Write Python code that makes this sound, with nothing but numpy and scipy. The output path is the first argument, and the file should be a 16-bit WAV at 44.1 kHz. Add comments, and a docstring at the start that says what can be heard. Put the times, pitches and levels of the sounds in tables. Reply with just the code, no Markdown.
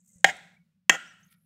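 """Two hard knocks, each a crack and a short ring: a heavy blade on a hand-steadied clay pot, outdoors.
Each blow lands on its own spot and sets the clay wall and the blade ringing; nearby things scatter it
and a faint tail from the trees dies away, cut short by a quick fade. A small bird chirps, dry straw
rustles and snaps, and a low far rumble lies underneath. The blows overload the microphone."""
import sys
import numpy as np
from scipy import signal
from scipy.fft import rfft, irfft
from scipy.io import wavfile

SR = 44100
rng = np.random.default_rng(int(sys.argv[2]) if len(sys.argv) > 2 else 0)


def waveform_to_disk(signal):
    """Save audio, clipped to [-1, 1], as 16-bit WAV at the path in sys.argv[1]."""
    frames = np.transpose(np.atleast_2d(signal))
    scaled = np.clip(frames, -1, 1) * 32767
    samples = np.round(scaled).astype(np.int16)
    wavfile.write(sys.argv[1], SR, samples)


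N = 63945
T = np.arange(N) / SR
HZ = np.maximum(np.fft.rfftfreq(N, 1 / SR), 1)
CRACK_RISE_S, RING_RISE_S = 0.00047, 0.00068


def from_db(db):
    """Decibels to gain."""
    return 10 ** (np.asarray(db) / 20)


def noise(spectrum_db):
    """Noise of rms 1 with the given spectral shape."""
    x = irfft(rfft(rng.standard_normal(N)) * from_db(spectrum_db), N)
    return x / x.std()


def eq_noise(curve, spot=0):
    """Noise of rms 1 through an EQ curve drawn over log frequency; spot picks the level column."""
    curve = np.array(curve)
    return noise(np.interp(np.log(HZ), np.log(curve[:, 0]), curve[:, spot + 1]))


def strike(start, rise, t60):
    """Envelope with a quick attack and an exponential decay."""
    age = np.maximum(T - start, 0)
    return (1 - np.exp(-age / rise)) * np.exp(-np.log(1000) * age / t60)


def swell(middle, length):
    """Bell-shaped fade in and out."""
    return np.exp(-2 * ((T - middle) / length) ** 2)


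def far_rumble():
    """A bed of distant rumble and faint air that slowly rises and sinks."""
    # rumble and air EQ: f/Hz, relative level/dB
    colour = [(30, -34), (60, -21), (100, -11), (140, -10.5), (175, 4.5), (215, -5.5), (270, -28),
              (400, -37), (520, -29.5), (700, -39), (2000, -34.5), (8000, -44), (16000, -47)]
    # fader ride: t/s, level/dB
    ride = [(0, -74), (.2, -66.5), (.5, -65), (.7, -70), (.83, -76), (1.0, -73), (1.2, -64.5), (1.45, -71)]
    return from_db(np.interp(T, *np.transpose(ride))) * eq_noise(colour)


def bird(blur_depth=0.89, blur_hz=129.3):
    """Thin whistles, each an arch of pitch, blurred by distance."""
    # chirps: start t/s, length/s, top f/Hz, drop at the ends/Hz, level/dB
    chirps = [(1.053, .078, 5950, 950, -67), (1.229, .022, 6500, 900, -64), (1.257, .014, 6500, 600, -72),
              (1.273, .016, 6600, 500, -74)]
    out = 0
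    for start, length, top_hz, drop_hz, db in chirps:
        along = np.clip(2 * (T - start) / length - 1, -1, 1)
        phase = 2 * np.pi * np.cumsum(top_hz - drop_hz * along ** 2) / SR
        out += from_db(db) * np.sqrt(1 - along ** 2) * np.sin(phase)
    flutter = noise(-20 * np.log10(1 + (HZ / blur_hz) ** 2))
    return out * (1 + blur_depth * flutter)


def straw_rustle(grain_db=5.5, grains_per_s=250):
    """Dry straw shifts in soft, grainy swells of band noise."""
    # rustles and shuffles: middle t/s, length/s, centre f/Hz, half-width/octaves, level/dB
    rustles = [(0.106, 0.091, 12500, 0.28, -79), (0.14, 0.12, 7380, 0.27, -67.5),
               (.01, 0.021, 7460, 0.23, -74), (.165, 0.012, 88.5, 0.4, -61.5), (.17, .09, 526.4, 0.16, -86),
               (1.26, 0.072, 12000, .4, -80), (1.322, 0.027, 11500, 0.42, -69),
               (1.322, 0.039, 2580, 1, -72), (1.41, 0.1, 10930, .2, -82)]
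    grain_times = np.arange(4000) / grains_per_s
    out = 0
    for middle, length, hz, octaves, db in rustles:
        grain = from_db(grain_db * np.interp(T, grain_times, rng.standard_normal(len(grain_times))))
        band = noise(-20 * np.log10(1 + (np.log2(HZ / hz) / octaves) ** 4))
        out += from_db(db) * band * grain * swell(middle, length)
    return out


def stalk_snaps():
    """Single stalks snap, each a tiny burst of bright noise."""
    # snaps: t/s, level/dB
    snaps = [(.078, -59), (0.102, -63.5), (.367, -52), (1.321, -66)]
    # snap EQ: f/Hz, relative level/dB
    colour = [(1000, -41), (5000, -3), (8000, 13), (12000, -3), (16000, -13)]
    return eq_noise(colour) * sum(from_db(db) * strike(t, CRACK_RISE_S, t60=0.019) for t, db in snaps)


def faint_pips():
    """Brief, barely audible pure tones."""
    # pips: middle t/s, length/s, f/Hz, level/dB
    pips = [(.105, 0.013, 2080, -80), (0.171, 0.016, 1990, -82.5), (.571, 0.0082, 2272, -61),
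            (.615, 0.027, 2230, -76)]
    return sum(from_db(db) * swell(t, length) * np.sin(2 * np.pi * hz * T) for t, length, hz, db in pips)


def blade_graze(half_width_hz=56):
    """The blade rings softly as it is moved: narrow bands of noise in one swell."""
    # blade resonances: f/Hz, level/dB
    bands = [(1375, -76), (1870, -83), (2260, -80)]
    shimmer = sum(from_db(db) * noise(-20 * np.log10(1 + ((HZ - hz) / half_width_hz) ** 2))
                  for hz, db in bands)
    return shimmer * swell(middle=1.323, length=0.075)


def tree_tail(rings, start, wash_db, t60, gate_after_s, spot):
    """Diffuse ring echo and a noise wash, both cut short by a quick fade, like a noise gate closing."""
    # wash EQ: f/Hz, relative level/dB for blow 1, for blow 2
    colour = [(99.9, -3, -15), (224, 3.5, 3), (358, -5.5, -8), (513.7, 1.5, -7), (790, 9, -3),
              (1170, -9, -6), (1340, 5, 12.5), (2150, 8.5, 1.5), (2500, 2.5, 1.5), (2970, -2, 8.5),
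              (3560, 4.5, -5.5), (4730, -10, -11), (8100, -6, -6), (9400, -20, -25), (15000, -27.5, -29)]

    def decay(onset):
        fade = np.exp(-np.maximum(T - onset - gate_after_s, 0) / 0.035)
        return strike(onset, rise=0.02, t60=t60) * fade

    response = rng.standard_normal(N) * decay(0)
    ring_echo = from_db(-28.5) * signal.fftconvolve(rings, response / np.linalg.norm(response))[:N]
    return ring_echo + from_db(wash_db) * eq_noise(colour, spot) * decay(start)


def near_scatter(direct, spot, end_s=0.056, fade_s=0.008):
    """Dense early reflections off ground, boxes and people that stop abruptly."""
    # reflection EQ: f/Hz, relative level/dB for blow 1, for blow 2
    colour = [(100, -1.5, 3.5), (350, -6, -2), (770, 2.5, 10.5), (1060, -1.5, -4), (1360, 0.5, 7),
              (1700, -7, -4.5), (2600, 1, -2.5), (3250, -2, -5.5), (7000, 0, -2), (14100, 0.5, 0.5)]
    gate = np.exp(-np.maximum(T - end_s, 0) / fade_s)
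    response = eq_noise(colour, spot) * strike(start=0.014, rise=0.0022, t60=0.7) * gate
    return signal.fftconvolve(direct, response / np.linalg.norm(response))[:N]


def ring(modes, start, spot):
    """Decaying modes of alternating sign, as strong as the struck spot makes them."""
    out = 0
    for k, (hz, t60, *db) in enumerate(modes):
        tone = (-1) ** k * np.sin(2 * np.pi * hz * (T - start))
        out += from_db(db[spot]) * strike(start, RING_RISE_S, t60) * tone
    return out


def crack(start, t60, spot):
    """Blade meets clay: a gritty burst of noise with a weak, slower part under it."""
    # crack EQ: f/Hz, relative level/dB for blow 1, for blow 2
    colour = [(40, -6.5, -32.5), (161.9, -9, -9), (400, -3.5, -5.5), (760, 0.5, -1), (1200, -7.5, -6),
              (1852, 3, 4), (3020, 3, -1), (4300, -11, -16), (7200, -9, -2.5), (9500, -18.5, -24.5),
              (15000, -29.5, -27.5)]
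    fast = strike(start, CRACK_RISE_S, t60)
    slow = from_db(-25.5) * strike(start, CRACK_RISE_S, t60=0.056)
    return from_db(-9.5) * eq_noise(colour, spot) * (fast + slow)


def knocks(low_cut_hz=70):
    """Each blow layers a crack, the ring of pot and blade, and the answer of the surroundings."""
    # blows, each on its own spot of the wall: t/s, crack trim/dB, crack t60/s, scatter send/dB,
    # tail wash level/dB, tail t60/s, time until the tail is gated/s
    blows = [(0.2435, 2.5, .022, -13, -39, 0.59, .31), (0.8952, 3, 0.025, -14, -38.5, 0.64, .36)]
    # modes of the clay wall: f/Hz, t60/s, level/dB in blow 1, in blow 2
    pot_modes = [(169, 0.14, -32.5, -36), (335, 0.056, -31.5, -27), (595, .04, -16.5, -20.5),
                 (690, 0.039, -15.5, -22), (779.7, .06, -10.5, -26), (1049, 0.025, -25.5, -17.5),
                 (1624.6, .031, -5, -5.5), (1842, 0.055, -9.5, -7), (1983, .04, -11, -9.5),
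                 (2140, 0.029, -5.5, -21.5), (2282, .03, -20, -10), (2413, .04, -13.5, -22),
                 (2614, .035, -20.5, -9), (2853, .022, -23, -11.5), (3206, 0.031, -16, -11),
                 (3330, .04, -22, -20.5)]
    # faint, lasting modes of the blade: f/Hz, t60/s, level/dB in blow 1, in blow 2
    blade_modes = [(740, .3, -39.5, -50), (1388, .5, -58, -42.5), (1434, 0.45, -44.5, -35),
                   (1970, 0.46, -43.5, -41.5), (2480, .4, -54, -52)]
    # bright, short modes of the blade edge: f/Hz, t60/s, level/dB in blow 1, in blow 2
    edge_modes = [(3778, .045, -25, -40), (5560, .02, -21, -21), (6250, .016, -20, -19),
                  (6610, .02, -30, -11), (7400, .032, -23, -21), (7620, .032, -27, -23)]
    out = 0
    for spot, (start, crack_db, crack_t60, near_db, wash_db, tail_t60, gate_after_s) in enumerate(blows):
        rings = ring(pot_modes, start, spot) + ring(blade_modes, start, spot)
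        edge = ring(edge_modes, start, spot)
        direct = from_db(crack_db) * crack(start, crack_t60, spot) + rings + edge
        near = from_db(near_db) * near_scatter(direct, spot)
        out += direct + near + tree_tail(rings, start, wash_db, tail_t60, gate_after_s, spot)
    return signal.sosfilt(signal.butter(2, low_cut_hz, "high", fs=SR, output="sos"), out)


def scene():
    """Mono mix of the knocks over the quiet outdoors."""
    mix = far_rumble() + knocks() + bird() + straw_rustle() + stalk_snaps() + faint_pips() + blade_graze()
    return mix[None]


def record(dry, drive_db=1, cutoff_hz=15700):
    """The overloaded microphone flattens the loudest peaks; a steep low-pass cuts the top."""
    driven = dry * from_db(drive_db)
    flattened = driven / (1 + driven ** 6) ** (1 / 6)
    return signal.sosfilt(signal.ellip(10, 0.1, 70, cutoff_hz, fs=SR, output="sos"), flattened)


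dry = scene()
out = record(dry)
waveform_to_disk(out)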